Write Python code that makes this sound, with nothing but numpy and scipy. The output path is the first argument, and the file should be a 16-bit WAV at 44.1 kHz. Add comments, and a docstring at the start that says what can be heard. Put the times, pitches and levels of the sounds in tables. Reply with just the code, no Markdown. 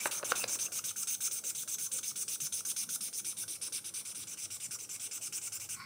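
"""A soft hissing, squeaky rub goes back and forth: a felt-tip marker colours a sketchbook page in a quiet room.
Random snaps of felt fibre on paper grain ring the nib and the sheet; the barrel ticks where a stroke turns.
Early on the book knocks a few times, from short decaying rings; at the end the hand slides off the page.
Beneath lie page rustle, rumble from the leaning hand, soft pitched swells and room tone made of shaped noise."""
import sys
import numpy as np
from scipy import signal
from scipy.io import wavfile
from scipy.ndimage import uniform_filter1d

SR = 44100
rng = np.random.default_rng(int(sys.argv[2]) if len(sys.argv) > 2 else 0)


def int16_out(signal):
    """Quantize to a 16-bit WAV file."""
    q = np.round(np.clip(np.atleast_2d(signal).T, -1, 1) * 32767)
    wavfile.write(sys.argv[1], SR, q.astype(np.int16))


N = 258117  # length of the sound in samples

# Colour of the room tone. 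Each row: pitch in Hz, relative level in dB.
AIR_COLOUR = [(60, -15.5), (120, -3), (250, -4), (500, -6), (800, -14), (1400, -15), (1850, -21),
              (2500, -25), (4200, -15), (6000, -9.5), (9000, -17), (12000, -14.5), (16000, -27)]
AIR_DB = -60.5
HUM_HZ, HUM_DB, HUM_WAVER_DB = 831, -79.5, 1.5

# How fast the room echo fades. Each row: pitch in Hz, time to fall 60 dB in seconds.
ROOM_FADE = [(300, 0.27), (1500, 0.29), (5000, 0.2), (9000, 0.33), (15000, 0.4)]
ROOM_DB = -10

# The hand slides off the page. Each row: time in seconds, level in dB.
SLIDE_LEVEL = [(5.74, -93), (5.765, -47), (5.79, -53), (5.8, -42.5), (5.82, -44.5), (5.83, -47.5),
               (5.86, -42)]
# Rings of the sliding skin. Each row: pitch in Hz, width in Hz, relative level in dB.
PALM_RINGS = [(1090, 72, 4), (1440, 300, 3), (2200, 420, 3.5), (4520, 750, 1.5), (5340, 360, -4)]
# Pages shifting. Each row: time in seconds, level in dB.
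RUSTLE_LEVEL = [(0.0, -53.5), (0.314, -49.5), (0.738, -57), (0.9, -64)]
# Rings of the pages. Each row: pitch in Hz, width in Hz, relative level in dB.
PAGE_RINGS = [(350, 410, 0.5), (563, 210, -2), (930, 390, -3.5), (1360, 490, 0)]
# The hand leans on the book. Each row: time in seconds, level of the low ring in dB,
# level of the mid ring in dB (the upper ring follows it, UPPER_DB away).
RUMBLE_LEVEL = [(0, -75, -64), (.44, -62, -60.5), (.9, -68.5, -67), (1.5, -72, -68), (2.5, -68, -64.5),
                (3.0, -71, -66.5), (3.6, -63.5, -64.5), (4.6, -67.5, -69), (5.3, -64.5, -73),
                (5.85, -62, -68)]
# Low, mid and upper ring of the leaned-on book, one list for each.
# Each row in a list: pitch in Hz, width in Hz, relative level in dB.
LEAN_RINGS = [
    [(102, 37, 0)],
    [(154, 88, 1.5), (205.6, 72, 4)],
    [(330.6, 28, 3.5), (498.4, 104, 2)],
]
UPPER_DB, LUMPS_DB, LUMPS_S = -5, 2.5, .08  # each ring comes in slow lumps

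# Brief soft pitched swells. Each row: start in seconds, length in seconds, pitch in Hz, width in Hz, level in dB.
SWELLS = [(0.387, 0.066, 2700, 180, -43.5), (0.649, 0.038, 2700, 200, -50), (1.91, 0.082, 495, 54, -59),
          (2.39, 0.088, 157, 45, -55), (2.871, 0.055, 231, 23.15, -59), (2.99, 0.053, 205, 27.78, -56)]

# The book knocks. Each row: time in seconds, level in dB, pitch the blow favours in Hz,
# board thump in dB against that level.
KNOCKS = [(0.0574, -15.5, 1440, -35), (0.0594, -16.5, 980, -7.5), (.0680, -31, 1400, -17),
          (0.0736, -29, 1300, -19), (0.2291, -25, 1520, -5), (0.2342, -25.5, 1090, 1.5),
          (0.3172, -24.5, 900, -3.5), (0.3198, -13.5, 1480, -19), (0.321, -20, 2260, -1),
          (0.329, -34, 1100, -13), (0.438, -26.5, 2200, -4.5), (0.4407, -21, 3200, -8.5),
          (.4420, -23.5, 3340, -1)]
# Rings of the pages under a blow. Each row: pitch in Hz, relative level in dB, time to fall 60 dB in seconds.
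BOOK_RINGS = [(770, 3.5, 0.01), (1100, -1.5, 0.012), (1356, 2, 0.011), (1563, 2, 0.0085),
              (2070, -6, 0.0072), (2610, 3.5, 0.0074), (3860, 6.5, 0.0056), (4740, 7, 0.0067)]
BOARD_HZ, BOARD_T60_S = 528, 0.02  # thump of the board

# Barrel ticks where the nib grips or stops. Each row: time in seconds, level in dB, pitch in Hz.
TICKS = [(0.5907, -45.5, 1570), (0.7198, -49, 1370), (0.7921, -44, 1310), (0.9104, -48, 1300),
         (0.959, -44.5, 1490), (1.0364, -47.5, 1360), (1.2804, -47, 1420), (1.4377, -49.5, 1450),
         (1.6338, -48, 1316), (1.678, -45.5, 1450), (1.989, -46.5, 1390), (2.116, -47.5, 1310),
         (2.607, -43.5, 1320), (2.6515, -48, 1480), (2.8907, -43.5, 1440), (2.9623, -45, 1360),
         (3.4387, -48.5, 1510), (4.7497, -50, 1430)]
# Fainter ticks as every stroke sets off and stops. Each holds: level in dB against the rub, middle pitch in Hz.
GRIP_TICK = (-17.5, 1462)
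STOP_TICK = (-17, 1343)
TICK_SPREAD_DB = 2.5

# Strokes, out and back in turn. Each row: start in seconds, length in seconds,
# rub level in dB as it sets off, rub level in dB as it arrives.
STROKES = [(0, 0.081, -39, -35), (.11, 0.089, -35.5, -42.5), (.243, 0.081, -39, -34),
           (.353, 0.097, -34.5, -41.5), (0.476, 0.089, -37.5, -36), (0.587, 0.085, -36, -39),
           (0.718, 0.08, -40, -34), (0.839, 0.082, -35, -39.5), (0.959, 0.083, -39, -33.5),
           (1.071, 0.087, -34.5, -38), (1.204, .079, -36, -32), (1.31, 0.09, -38, -40.5),
           (1.437, 0.077, -39.5, -35), (1.547, 0.093, -39.5, -39.5), (1.675, 0.083, -39.5, -37.5),
           (1.782, 0.093, -37.5, -38.5), (1.914, 0.084, -37, -37.5), (2.029, 0.091, -38.5, -41),
           (2.156, 0.082, -38, -36.5), (2.278, 0.086, -37, -37), (2.401, .077, -36, -36),
           (2.522, 0.092, -36, -40), (2.649, 0.076, -36, -33), (2.762, .085, -33.5, -37.5),
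           (2.888, 0.078, -37.5, -31.5), (3.006, 0.087, -35.5, -38.5), (3.127, 0.081, -42, -36),
           (3.245, 0.089, -37, -41.5), (3.366, .077, -42.5, -38), (3.478, 0.094, -39, -44.5),
           (3.612, 0.076, -39.5, -41.5), (3.721, 0.078, -37, -40.5), (3.842, 0.063, -41, -43.5),
           (3.937, 0.084, -37.5, -43.5), (4.049, 0.082, -40.5, -44.5), (4.146, 0.1, -44, -44.5),
           (4.269, 0.081, -44, -44), (4.371, .093, -45, -41.5), (4.502, 0.075, -40.5, -45),
           (4.599, 0.072, -42.5, -42.5), (4.707, 0.06, -41.5, -43), (4.786, 0.073, -45.5, -44.5),
           (4.89, 0.08, -44.5, -42), (4.995, 0.084, -42.5, -42.5), (5.11, 0.077, -44, -42.5),
           (5.21, 0.074, -48, -39.5), (5.323, 0.07, -41.5, -42.5), (5.412, 0.076, -45.5, -40.5),
           (5.519, 0.064, -41.5, -45), (5.597, 0.072, -42, -47), (5.688, 0.068, -41.5, -43.5)]
# The grip drifts. Each row: time in seconds, hiss centre in Hz, nib squeak in Hz, crispness 0-1,
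# mid-stroke easing 0-1, then levels in dB against the hiss of the breathy skirt under the squeak,
# the shoulder, the low sheet ring and the high sheet ring. Speed and direction shift these further.
GRIP = [(0, 9200, 6200, 0.76, 0.97, -5.5, -3.5, -5, -9.5),
        (.4, 8980, 6220, 0.77, 0.6, -4.5, -3, -12.5, -11.5),
        (.9, 8750, 6270, 0.91, 0.88, -5.5, -6.5, -15, -15),
        (1.6, 8940, 6220, .95, 0.65, -7, -1.5, -16, -13),
        (2.2, 9010, 6230, 0.8, .9, -4.5, -4.5, -14.5, -13.5),
        (2.9, 9200, 6210, 0.6, 1, -5, -12, -18.5, -13), (3.3, 9260, 6180, 0.37, 0.16, -6, -9.5, -15, -13),
        (3.75, 9180, 6070, 0, 0, -6, -12, -14, -11), (4.2, 9150, 6120, 0.43, 0.43, -5, -4, -12, -12.5),
        (4.8, 8850, 6120, 0.42, .2, -3.5, -1, -10.5, -17.5),
        (5.3, 8850, 6250, 0.56, .2, -2.5, 0.5, -10.5, -16), (5.8, 8800, 6240, 0.7, 0, -5, -3, -7.5, -21)]

# Rings that slide with the hiss centre. 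Each row: Hz from the centre, width in Hz, relative level in dB.
HISS = [(-400, 920, -3), (-15, 1700, 0), (595, 820, -6)]
EDGE = [(1660, 1460, 0)]
TOP = [(3200, 1400, -2), (4400, 900, -11)]
# Rings that slide with the squeak pitch. Each row: Hz from that pitch, width in Hz, relative level in dB.
SQUEAK = [(66, 530, 0.5)]
SKIRT = [(-850, 900, 0.33), (-350, 450, -0.23)]
# Rings that stay put. Each row: pitch in Hz, width in Hz, relative level in dB.
SHOULDER = [(7200, 450, 0), (7750, 500, -1)]
FIZZ_LOW = [(14170, 750, 0)]
FIZZ = [(15100, 1000, -1), (14800, 430, -5.5)]
SHEET_LOW = [(2324, 330, -3.5), (2740, 760, 0.9)]
SHEET_HIGH = [(3680, 1130, 3.5), (4610, 280, -5.5)]
BARREL = [(1164, 280, -3.5), (1463, 276, 0)]

EDGE_DB = -9.5  # against the hiss
BARREL_DB = -9.5  # against the low sheet ring
# Levels against the hiss. Each holds: dB at crispness 0, dB at crispness 1.
SQUEAK_DB = [-7, 0.1]
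TOP_DB = [-20, -10.5]
FIZZ_LOW_DB = [-18, -13.5]
FIZZ_DB = [-16, -7]

# Nib speed along a stroke. Each row: share of the stroke's length, speed 0-1.
SPEED = [(0, 0.01), (.3, 0.72), (.7, 0.8), (1, 0.19)]
MID_SPEED = .6  # at this speed the layers keep their plain levels
# Change in dB from speed 0 to speed 1, in the order hiss, edge, top, squeak, skirt, shoulder, low fizz, fizz,
# low sheet, high sheet, barrel: fast is bright.
SPEED_DB = [7, 7, 11, 3, 2, 5.5, 18, 15, -1.5, -1.1, -1.5]
SPEED_HZ = 300  # climb of the hiss from speed 0 to speed 1
# Change in dB on the back stroke, layers in the same order.
BACK_DB = [0.2, -0.3, -1.1, 0.3, -1.54, -3.5, -1.5, -1, -0.17, 1.05, -2]
# Change on the back stroke: hiss centre in Hz, squeak in Hz.
BACK_HZ = [-57, -50]
# Dip in mid-stroke at full easing: out stroke in dB, back stroke in dB.
SAG_DB = [5.5, 2.4]
RISE_S = 0.0027  # the felt breaks loose

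MIC_LOW_HZ, TREBLE_LIMIT_HZ = 88, 15780


def amp(db):
    """Turns decibels into a gain."""
    return 10 ** (np.asarray(db) / 20)


def evened(x):
    """Scales a sound to an average strength (RMS) of 1."""
    return x / np.sqrt(np.mean(x ** 2) + 1e-20)


def read(points, hz):
    """Reads a curve of (Hz, value) rows, with pitch on a log scale."""
    f, value = np.transpose(points)
    return np.interp(np.log(hz + 1), np.log(f + 1), value)


def played(rows, column=1):
    """Gain along a curve of timed dB levels, silent outside it."""
    rows = np.array(rows)
    return amp(np.interp(np.arange(N) / SR, rows[:, 0], rows[:, column], left=-200, right=-200))


def add(mix, s, sound):
    """Lays a sound into the mix, starting at s seconds."""
    part = mix[round(s * SR):][:len(sound)]
    part += sound[:len(part)]


def resonate(x, hz, width_hz):
    """Rings at hz: shifts hz down to zero, smooths twice for steep skirts, and shifts back."""
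    turn = np.exp(2j * np.pi * np.cumsum(hz * np.ones(len(x))) / SR)
    r = np.exp(-np.pi * width_hz / SR)
    smooth = signal.lfilter([(1 - r) ** 2], [1, -2 * r, r * r], x / turn)
    return 2 * (turn * smooth).real


def body_of(drive, modes, centre_hz=0):
    """Each ring is driven by its own patch of contact; drive() gives the force on one patch."""
    share = np.array([amp(db) for hz, width, db in modes])
    total = 0
    for gain, (hz, width, db) in zip(share, modes):
        ring = resonate(drive(), centre_hz + hz, width)
        total = total + gain * ring / np.sqrt(np.pi * width / SR)
    return total / np.linalg.norm(share)


def catches(count, per_s, spread_db):
    """Dense random snaps of uneven size, as when a surface catches and lets go."""
    size = amp(spread_db * np.minimum(rng.exponential(1, count), 4))
    snaps = rng.standard_normal(count) * (rng.random(count) < per_s / SR)
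    return evened(size * snaps)


def wander(span_s):
    """Slow random drift, smooth over about span_s seconds."""
    span = round(span_s * SR)
    return evened(uniform_filter1d(uniform_filter1d(rng.standard_normal(N), span), span))


def air():
    """Room tone is noise that is patchy in time and pitch, with a faint wavering hum."""
    frames, hz = N // 256 + 5, np.fft.rfftfreq(1024, 1 / SR)
    a, b, patches = rng.standard_normal((frames, 513, 3)).T
    patches = evened(uniform_filter1d(uniform_filter1d(patches, 6, 0), 10, 1))
    spectrum = (a + 1j * b) * amp(read(AIR_COLOUR, hz)[:, None] + 3.6 * patches)
    tone = signal.istft(spectrum, nperseg=1024, noverlap=768)[1][:N]
    hum = amp(HUM_WAVER_DB * wander(.2)) * np.sin(2 * np.pi * HUM_HZ * np.arange(N) / SR)
    return amp(AIR_DB) * evened(tone) + amp(HUM_DB) * evened(hum)


def room(x):
    """Echoes are sparse copies of random sign, each pitch band dying at its own speed."""
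    taps = np.zeros(SR // 2)
    at = np.arange(200, len(taps) - 20, 20)
    taps[at + rng.integers(0, 20, len(at))] = rng.choice([-1., 1.], len(at))
    hz, t, bands = signal.stft(taps, SR, nperseg=256)
    fade = amp(-60 * t / read(ROOM_FADE, hz)[:, None])
    tail = signal.istft(bands * fade, SR, nperseg=256)[1]
    return signal.fftconvolve(x, tail / np.linalg.norm(tail))[:N]


def swells():
    """A narrow ring of filtered noise rises and fades."""
    out = np.zeros(N)
    for s, length, hz, width_hz, db in SWELLS:
        # keep only the end, once the ring has built up
        ring = resonate(rng.standard_normal(SR // 2), hz, width_hz)[-round(length * SR):]
        add(out, s, amp(db) * evened(ring) * np.hanning(len(ring)))
    return out


def hand():
    """Skin drags off the page, pages rustle, and the leaning hand rumbles through the book."""
    slide = body_of(lambda: catches(N, 3000, 3.0), PALM_RINGS) * played(SLIDE_LEVEL)
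    rustle = body_of(lambda: catches(N, 1500, 5.1), PAGE_RINGS) * played(RUSTLE_LEVEL)
    low, mid, upper = (body_of(lambda: rng.standard_normal(N), modes) * amp(LUMPS_DB * wander(LUMPS_S))
                       for modes in LEAN_RINGS)
    rumble = low * played(RUMBLE_LEVEL) + (mid + amp(UPPER_DB) * upper) * played(RUMBLE_LEVEL, column=2)
    return slide + rustle + rumble


def knocks():
    """Short rough blows ring the pages and thump the board of the book."""
    out, t = np.zeros(N), np.arange(2000) / SR
    chance = rng.random((len(KNOCKS), 2, len(BOOK_RINGS)))
    for (s, db, blow_hz, board_db), (detune, phase) in zip(KNOCKS, chance):
        ring = np.zeros(len(t))
        for (hz, ring_db, t60), u, p in zip(BOOK_RINGS, detune, phase):
            favour_db = -6.1 * np.log2(hz / blow_hz) ** 2  # weaker away from the blow's pitch
            ring_hz = hz * (1 + 0.13 * (u - .5))
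            ring += amp(ring_db + favour_db - 60 * t / t60) * np.sin(2 * np.pi * (ring_hz * t + 0.5 * p))
        ring *= 1 - np.exp(-t / 0.00043)
        thump = amp(board_db - 60 * t / BOARD_T60_S) * np.sin(2 * np.pi * BOARD_HZ * t)
        thump *= 1 - np.exp(-t / 0.00061)
        add(out, s, amp(db) * (0.6 * ring + thump))
    return out


def ticks():
    """The plastic barrel rings a few cycles when the nib grips or stops."""
    out, t = np.zeros(N), np.arange(600) / SR
    shape = amp(-60 * t / 0.014) * (1 - np.exp(-t / 0.0019))
    plain = []
    for s, length, off_db, arrive_db in STROKES:
        plain.append((s, off_db + GRIP_TICK[0], GRIP_TICK[1]))
        plain.append((s + length - .005, arrive_db + STOP_TICK[0], STOP_TICK[1]))
    chance = rng.standard_normal((len(plain), 2))
    faint = [(s, db + TICK_SPREAD_DB * a, hz * (1 + 0.043 * b)) for (s, db, hz), (a, b) in zip(plain, chance)]
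    for s, db, hz in list(TICKS) + faint:
        add(out, s, amp(db) * shape / shape.max() * np.sin(2 * np.pi * hz * t))
    return out


def marker():
    """Fibre snaps under each stroke drive the nib, barrel and sheet resonances."""
    rows, t = np.array(STROKES), np.arange(N) / SR
    now = np.maximum(np.searchsorted(rows[:, 0], t, "right") - 1, 0)  # the stroke under way
    start, length, off_db, arrive_db = rows[now].T
    back = now % 2  # 0 on the way out, 1 on the way back
    since = t - start
    along = np.clip(since / length, 0, 1)

    # the grip is read once a stroke, at its start
    grip = np.array(GRIP)
    hiss_hz, squeak_hz, crisp, easing, skirt_db, shoulder_db, low_db, high_db = (
        np.interp(start, grip[:, 0], column) for column in grip[:, 1:].T)
    speed = np.interp(along, *np.transpose(SPEED)) - MID_SPEED
    hiss_hz = hiss_hz + BACK_HZ[0] * back + SPEED_HZ * speed
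    squeak_hz = squeak_hz + BACK_HZ[1] * back
    squeak_db, top_db, fizz_low_db, fizz_db = (
        dull + (clear - dull) * crisp for dull, clear in (SQUEAK_DB, TOP_DB, FIZZ_LOW_DB, FIZZ_DB))

    ease_db = np.array(SAG_DB)[back] * easing * np.sin(np.pi * along) ** 2
    rub = amp(off_db + (arrive_db - off_db) * along - ease_db + 0.42 * wander(0.0029))
    rising = since / RISE_S
    slowing = np.maximum(since - length + 0.0078, 0)
    # the felt breaks loose, then drags to rest; the sheet feels the jerk sooner
    nib = rub * np.clip(rising, 0, 1) * np.exp(-slowing / 0.0072)
    sheet = rub * np.clip(4.3 * rising, 0, 1) * np.exp(-slowing / 0.0056)
    # each turn shakes the barrel
    jolt_db = 7.3 * (np.exp(-since / 0.002) + np.exp(-((since - length + .005) / 0.008) ** 2))

    # each layer: force, rings, centre in Hz, level in dB
    layers = ((nib, HISS, hiss_hz, 0),
              (nib, EDGE, hiss_hz, EDGE_DB),
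              (nib, TOP, hiss_hz, top_db),
              (nib, SQUEAK, squeak_hz, squeak_db),
              (nib, SKIRT, squeak_hz, skirt_db),
              (nib, SHOULDER, 0, shoulder_db),
              (nib, FIZZ_LOW, 0, fizz_low_db),
              (nib, FIZZ, 0, fizz_db),
              (sheet, SHEET_LOW, 0, low_db),
              (sheet, SHEET_HIGH, 0, high_db),
              (sheet, BARREL, 0, low_db + BARREL_DB + jolt_db))
    out = np.zeros(N)
    for (push, modes, hz, db), fast_db, back_db in zip(layers, SPEED_DB, BACK_DB):
        force = push * amp(db + fast_db * speed + back_db * back)
        # the grain favours one ring, then another
        out += body_of(lambda: force * amp(2.73 * wander(0.02)) * catches(N, 18000, 1.5), modes, hz)
    return out


def scene():
    """Only the marker, its ticks and the knocks are echoed by the room."""
    near = marker() + ticks() + knocks()
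    background = hand() + swells() + air()
    return (near + amp(ROOM_DB) * room(near) + background)[None]


def record(dry):
    """The small microphone drops the deep bass; then the highest treble is cut off."""
    thin = signal.sosfilt(signal.butter(3, MIC_LOW_HZ, "high", fs=SR, output="sos"), dry)
    treble_cut = signal.firwin(1535, TREBLE_LIMIT_HZ, window=("kaiser", 9), fs=SR)
    return signal.oaconvolve(thin, treble_cut[None], "same")


dry = scene()
out = record(dry)
int16_out(out)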